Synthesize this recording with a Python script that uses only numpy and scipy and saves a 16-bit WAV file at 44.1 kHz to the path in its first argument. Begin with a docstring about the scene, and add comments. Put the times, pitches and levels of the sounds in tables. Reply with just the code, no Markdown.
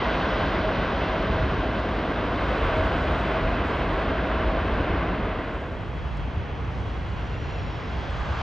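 """A surging rumble, a broad roar and a hollow howl: an airliner rolls out on a distant runway, its
reverse thrust shedding turbulent eddies, the large ones rumbling and the small ones hissing.
The scene dissolves to a second jet gliding in to land, its fan and turbine whine sinking by the
Doppler effect as it draws level, while a thin whistle stands over the airfield. The echo from a
nearby hard surface comb-filters both jets, and something dry rustles close by."""
import sys
import numpy as np
from scipy import signal
from scipy.fft import rfft, irfft
from scipy.io import wavfile
from scipy.ndimage import uniform_filter1d

SR = 44100
rng = np.random.default_rng(int(sys.argv[2]) if len(sys.argv) > 2 else 0)


def inscribe(sig):
    """Save sig as 16-bit PCM at rate SR to the path in sys.argv[1].

    A 1-D sig is mono; a 2-D sig holds one channel per row.
    Samples are clipped to [-1, 1] before scaling.
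    """
    pcm = np.round(np.clip(np.atleast_2d(sig).T, -1, 1) * 32767)
    wavfile.write(sys.argv[1], SR, pcm.astype(np.int16))


N = 371322
TIME = np.arange(N) / SR
FREQ = np.maximum(np.arange(N // 2 + 1) * SR / N, 1)


# Strength of the reverse thrust. Each row: time in seconds, relative level in dB.
THRUST = [(0, -28.5), (0.4, -29), (0.65, -30.5), (1.3, -30.5), (1.7, -32.5), (2.2, -31.5), (2.7, -29.0),
          (3.05, -30.0), (4.0, -31.0), (4.7, -31), (5.2, -32.5), (5.6, -32)]
# Spectrum of its roar and hiss. Each row: frequency in Hz, relative density in dB.
THRUST_SPECTRUM = [(400, -7), (700, 0.5), (850, -5), (1100, -3.5), (1550, -6.5), (2300, -13.5), (3000, -17),
                   (4000, -26.5), (5000, -34.5), (6300, -43.5), (8000, -52.5), (9500, -58)]

def rolling_jet():
    """Turbulent mixing: reversed fan air and exhaust roar; air absorbs the hiss as the jet recedes."""
    thrust_db, = curves(THRUST)
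    spectrum = colour(THRUST_SPECTRUM)
    absorbed_db = 1.03 * TIME
    roar = lean(spread(spectrum * band(370, 3770), -19.5), right_db=.13)
    roar *= undb(thrust_db + 1.86 + .56 * walk(23))
    hiss = spread(spectrum * band(3190, 6350), -31)
    hiss *= undb(thrust_db - 12.5 - absorbed_db + .17 * walk(12))
    direct = exhaust_rumble() + roar + hiss + reverser_howl(thrust_db)
    return reflect(direct, left_share=.12, right_share=.3)


# Bass spectrum of the rolling jet. Each row: frequency in Hz, relative density in dB.
EXHAUST_SPECTRUM = [(10, -56.5), (20, -28.5), (30, -13), (42, -1.5), (54, 1.5), (75, -4), (96, -6),
                    (120, -10), (170, -10.5), (205, -12.5), (285, -10.5), (380, -13.5), (550, -15)]
# Slow course of its deep rumble and of its upper-bass boom. Each row: time in seconds, level in dB.
RUMBLE_LEVEL = [(0, -31.5), (0.55, -31), (1.4, -29.3), (2.05, -31.8), (2.65, -30.5), (3.2, -30),
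                (3.8, -28.5), (4.6, -29.5), (5.3, -31.5)]
BOOM_LEVEL = [(0, -36), (0.5, -33.5), (1.1, -35.5), (1.38, -30.5), (1.85, -35.5), (3.1, -33.5), (3.9, -36),
              (5.1, -34.5), (5.5, -36)]

def exhaust_rumble():
    """Large eddies radiate low frequencies: a surging rumble and a boom under a nearly steady body."""
    rumble_db, = curves(RUMBLE_LEVEL)
    boom_db, = curves(BOOM_LEVEL)
    spectrum = colour(EXHAUST_SPECTRUM)
    rumble = spread(spectrum * band(26, 94), -27.5) * undb(rumble_db + eddy_surges(chance_db=.8))
    boom = spread(spectrum * band(94.5, 200), -20.5) * undb(boom_db)
    body = spread(spectrum * band(176, 510), -22.5) * undb(-31 + .5 * walk(7))
    return rumble + boom + body


# The strongest surges and lulls of both jets' rumble. Each row: centre in seconds, lift in dB.
EDDY_SURGES = [(1.3, 1.5), (1.46, 3), (2.46, 5.5), (2.67, 6), (2.81, 5.2), (3.14, 5.5), (3.48, 4),
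               (3.68, -4), (4.48, 5), (4.76, 6), (4.95, 4.2), (5.33, 3), (6.36, 4), (6.47, -7), (7.63, 4),
               (7.8, -3.5)]

def eddy_surges(chance_db, width_s=.05):
    """Intermittency: the rumble's lift in dB as large eddies pass, with smaller random surges on top."""
    strongest_db = sum(db * np.exp(-((TIME - s) / width_s) ** 2) for s, db in EDDY_SURGES)
    return strongest_db + chance_db * walk(6)


# Howl of the reversers. Each row: time in seconds, pitch in Hz, relative level in dB.
REVERSER_HOWL = [(0, 654, -56), (0.35, 631, -33), (0.58, 633, -42), (0.66, 623, -26), (0.74, 640, -39),
                 (0.95, 632, -43), (1.1, 632, -34), (1.3, 642, -31), (1.42, 629, -30.5), (1.5, 626, -48.5),
                 (1.68, 622, -34), (2.0, 632, -45), (2.2, 628, -38), (2.62, 638.5, -43), (2.81, 640, -24),
                 (2.94, 638, -43), (3.1, 634, -33), (3.27, 636, -36.5), (3.52, 643, -30.5),
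                 (3.64, 643, -46), (3.95, 647, -36), (4.25, 637, -33), (4.4, 635, -35), (4.56, 644.5, -30),
                 (4.72, 637, -42), (5.4, 634, -40)]

def reverser_howl(thrust_db, waver_hz=3):
    """Frequency modulation: turbulent flow shakes the howl, a narrow core on a wider skirt of noise."""
    hz, howl_db = curves(REVERSER_HOWL)
    hz = hz + waver_hz * walk(8.3)
    core = even(tone(hz, smear_hz=12), .038) * undb(howl_db - 2 + .98 * walk(42))
    skirt = tone(hz, smear_hz=34) * undb(thrust_db - 19.5)
    return core + skirt


# Spectrum of the landing jet's roar and hiss. Each row: frequency in Hz, relative density in dB.
GLIDE_SPECTRUM = [(400, -2.5), (700, 2.5), (850, 1.5), (1100, -0.5), (1550, -4), (2300, -7.5), (3000, -11),
                  (3800, -18.5), (4400, -21.5), (5100, -26), (6300, -32.5), (7300, -37.5), (8000, -46.5),
                  (9500, -65)]
# Broad peaks of its engines' blare. 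Each row: centre in Hz, width in Hz, relative height in dB.
BLARE_RESONANCES = [(1175, 260, 3), (1570, 290, -1)]
# Its treble wavers on the way through the air. Each row: time in seconds, gain in dB.
TREBLE_WAVER = [(5.8, 0), (6.15, 0.5), (6.55, -2), (6.78, 0), (7.1, -1), (7.5, 0), (8.0, -1.5),
                (8.42, -2.5)]

def landing_jet(speed_m_s=72, distance_m=72, abeam_s=8.27):
    """Directivity: noise of near-idle engines and air over the flaps grows as the jet turns side-on."""
    bearing = np.arctan2(distance_m, speed_m_s * (abeam_s - TIME))  # straight flight path
    nose_deg = np.degrees(bearing)
    ahead_deg = 90 - nose_deg
    exhaust_db = 7.5 * beam(nose_deg, aim_deg=107, width_deg=11.2)  # the exhaust comes into view
    treble_db, = curves(TREBLE_WAVER)
    spectrum = colour(GLIDE_SPECTRUM)
    roar = spread(spectrum * band(410, 3500), -9)
    roar *= undb(-36.5 - .05 * ahead_deg + exhaust_db + .46 * walk(12))
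    blare = spread(peaks(BLARE_RESONANCES), -26) * undb(-39)
    blare *= beam(nose_deg, aim_deg=93.6, width_deg=17)
    hiss = spread(spectrum * band(3350, 7400), -34)
    hiss *= undb(-48 - .13 * ahead_deg + exhaust_db + .5 * walk(13))
    air = spread(spectrum * band(7100, 8400), -27.5) * undb(-83 + .8 * walk(12))
    lower = lean(glide_rumble() + roar + blare, right_db=.45)
    treble = (hiss + air) * undb(treble_db)
    return reflect(lower + treble + blade_whine(bearing, speed_m_s), left_share=-.02, right_share=.2)


# Bass spectrum of the landing jet. Each row: frequency in Hz, relative density in dB.
GLIDE_BASS_SPECTRUM = [(10, -54), (20, -25.5), (30, -16.5), (42, -14), (55, 0.5), (75, -4), (95, -6),
                       (160, -11.5), (205, -18), (260, -18), (380, -22), (460, -19), (550, -21.5)]
# Slow course of its rumble. Each row: time in seconds, level in dB.
GLIDE_RUMBLE_LEVEL = [(5.3, -28), (5.9, -31.5), (6.8, -29.5), (7.3, -31), (7.75, -32.5), (8.4, -29)]

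def glide_rumble():
    """Large-scale turbulence: the landing jet's bass surges beneath a nearly steady body."""
    rumble_db, = curves(GLIDE_RUMBLE_LEVEL)
    spectrum = colour(GLIDE_BASS_SPECTRUM)
    rumble = spread(spectrum * band(25, 114), -14) * undb(rumble_db + eddy_surges(chance_db=.5))
    body = spread(spectrum * band(114.6, 480), -13) * undb(-36 + .7 * walk(6))
    return rumble + body


# Beamed tones of the fan, other blade rows and shaft orders. Each row: multiple of the fan tone,
# aim in degrees from the nose, half width in degrees, level on the beam's axis in dB.
BLADE_TONES = [(0.97, 52, 11, -55.5), (1.36, 79, 6, -59), (1.48, 55, 4, -62.5), (2, 35, 9, -74),
               (2, 53, 9, -64.5), (2, 66, 11, -66), (2, 94, 14, -69.5), (2.495, 53, 13, -76),
               (2.54, 94, 16, -68), (3.01, 101, 22, -72)]

def blade_whine(bearing, speed_m_s, fan_hz=2455, smear_hz=42, flutter_db=2.2):
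    """Doppler effect: the tones sink as the jet draws level; moving air bends, smears and flutters them."""
    heard_hz = fan_hz / (1 - speed_m_s / 343 * np.cos(bearing))
    heard_hz *= 1 + .003 * walk(10)
    whine = np.zeros(N)
    for multiple, aim_deg, width_deg, db in BLADE_TONES:
        line = even(tone(multiple * heard_hz, multiple * smear_hz), .05)
        whine += line * beam(np.degrees(bearing), aim_deg, width_deg) * undb(db + flutter_db * walk(24))
    return whine


# The whistle over the airfield. Each row: time in seconds, pitch in Hz, level in dB.
AIRFIELD_WHISTLE = [(5.6, 3250, -58), (6.1, 3320, -60.5), (6.22, 3250, -55.5), (6.32, 3260, -63),
                    (6.5, 3300, -61), (6.76, 3320, -69), (6.87, 3285, -56), (7.0, 3290, -60),
                    (7.4, 3295, -63), (7.62, 3305, -55.5), (7.77, 3300, -61), (7.92, 3270, -56),
                    (8.22, 3294, -56), (8.42, 3300, -63)]

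def airfield_whistle():
    """Amplitude modulation: a thin line of nearly steady pitch swells and fades."""
    hz, whistle_db = curves(AIRFIELD_WHISTLE)
    return even(tone(hz, smear_hz=8), .082) * undb(whistle_db + .5 * walk(4))


# Course of the nearby rustle. Each row: time in seconds, level in dB.
RUSTLE_LEVEL = [(0, -84), (1.1, -79.5), (2.35, -74), (2.52, -70.5), (3.0, -69.5), (3.23, -67), (3.4, -74),
                (3.63, -75), (3.7, -69.5), (3.86, -73), (4.01, -72), (4.12, -77), (5.2, -78.5), (5.55, -73),
                (6.0, -77), (6.52, -83), (6.75, -74), (7.2, -79), (7.5, -83), (8.42, -90)]
# Spectrum of its grains. Each row: frequency in Hz, relative density in dB.
GRAIN_SPECTRUM = [(1500, -30.5), (4500, -0.5), (7000, 3), (8500, -5), (9800, -14), (11500, -25)]
# Soft ticks within it. Each row: start in seconds, level in dB.
RUSTLE_TICKS = [(6.062, -70), (6.171, -54), (6.202, -66), (6.401, -69)]

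def rustle(grains_per_s=6000, scatter_db=3.5, bunch_db=1.3, tick_decay_s=.004):
    """Shot noise: something dry stirs in bunches of tiny random impulses, with a few decaying ticks."""
    rustle_db, = curves(RUSTLE_LEVEL)
    grains = (rng.random(N) < grains_per_s / SR) * rng.choice([-1, 1], N)
    grains = grains * undb(scatter_db * rng.standard_normal(N))
    grit = irfft(rfft(grains) * colour(GRAIN_SPECTRUM), N)
    grit = grit / grit.std() * undb(rustle_db + bunch_db * walk(22))
    ticks = sum(undb(db) * (TIME > s) * np.exp(-np.abs(TIME - s) / tick_decay_s) for s, db in RUSTLE_TICKS)
    return grit + noise(band(3800, 7000)) * ticks


def reflect(x, left_share, right_share):
    """Comb filtering: one echo off a nearby hard surface interferes with the direct sound at each ear."""
    lag_s = np.array([[.001906], [.001945]])
    echo = np.array([[left_share], [right_share]]) * np.exp(-2j * np.pi * FREQ * lag_s)
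    # the surface is too small for long waves and too rough for short ones
    reflectance = 1 / (1 + (600 / FREQ) ** 2) / (1 + (FREQ / 3000) ** 8)
    return irfft(rfft(x) * (1 + echo * reflectance), N)


def spread(gain, side_db):
    """Scattering: direct noise in the middle, plus a weaker part of opposite sign left and right."""
    side = undb(side_db) * noise(gain)
    return even(noise(gain), .15) + np.array([side, -side])


def lean(x, right_db):
    """Interaural level difference: the sound is a little louder on the right."""
    return x * undb(right_db * np.array([[-.5], [.5]]))


def beam(angle_deg, aim_deg, width_deg):
    """Directivity: gain of a Gaussian lobe aimed at some angle from the nose."""
    return np.exp(-((angle_deg - aim_deg) / width_deg) ** 2)


def tone(hz, smear_hz):
    """Spectral broadening: a line is smeared by the turbulent air it crosses."""
    phase = 2 * np.pi * np.cumsum(hz) / SR
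    return (walk(smear_hz) * np.cos(phase) + walk(smear_hz) * np.sin(phase)) / np.sqrt(2)


def noise(gain):
    """Spectral shaping: white noise filtered by a gain per frequency, rms 1."""
    x = irfft(rfft(rng.standard_normal(N)) * gain, N)
    return x / x.std()


def walk(rate_hz):
    """Random fluctuation: low-passed noise, standard deviation 1."""
    return noise(np.exp(-(FREQ / rate_hz) ** 2))


def even(x, seconds):
    """Envelope normalisation: dividing by the running rms takes out slow swells."""
    return x / np.sqrt(uniform_filter1d(x ** 2, int(seconds * SR)) + 1e-9)


def peaks(rows):
    """Resonance: gain per frequency of summed Lorentzian peaks."""
    return sum(undb(db) / (1 + ((FREQ - hz) / (width / 2)) ** 2) for hz, width, db in rows)


def band(lo_hz, hi_hz):
    """Band-pass gain with steep, power-complementary edges."""
    return ((1 + (lo_hz / FREQ) ** 12) * (1 + (FREQ / hi_hz) ** 12)) ** -.5


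def colour(points):
    """Spectral envelope: gain per frequency through (Hz, dB) points."""
    hz, db = np.transpose(points)
    return undb(np.interp(np.log(FREQ), np.log(hz), db))


def curves(rows):
    """Linear interpolation of a table's columns over time."""
    seconds, *columns = np.transpose(rows)
    return [np.interp(TIME, seconds, column) for column in columns]


def undb(db):
    """Decibels to amplitude ratio."""
    return 10 ** (np.asarray(db) / 20)


def scene(dissolve_s=(5.15, 6.05)):
    """Superposition: the first jet crossfades into the second and the whistle; the rustle runs on."""
    blend = np.interp(TIME, dissolve_s, [0, 1])
    return (1 - blend) * rolling_jet() + blend * (landing_jet() + airfield_whistle()) + rustle()


def record(dry, top_hz=11500):
    """Coherence: two microphone ports sound alike in one narrow band and part in phase just above it."""
    spectrum = rfft(dry)
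    mid = spectrum.mean(axis=0)
    width = 1.05 - .6 * np.exp(-((FREQ - 2580) / 250) ** 4)
    skew_rad = .6 / (1 + ((FREQ - 3530) / 690) ** 20) * np.array([[.5], [-.5]])
    heard = irfft(mid + width * (spectrum * np.exp(1j * skew_rad) - mid), N)
    ease = np.minimum(1, np.minimum(TIME, TIME[::-1]) / .004)  # 4 ms fade at each end
    lowpass = signal.ellip(8, .2, 70, top_hz, fs=SR, output="sos")
    return signal.sosfilt(lowpass, heard * ease)


dry = scene()
out = record(dry)
inscribe(out)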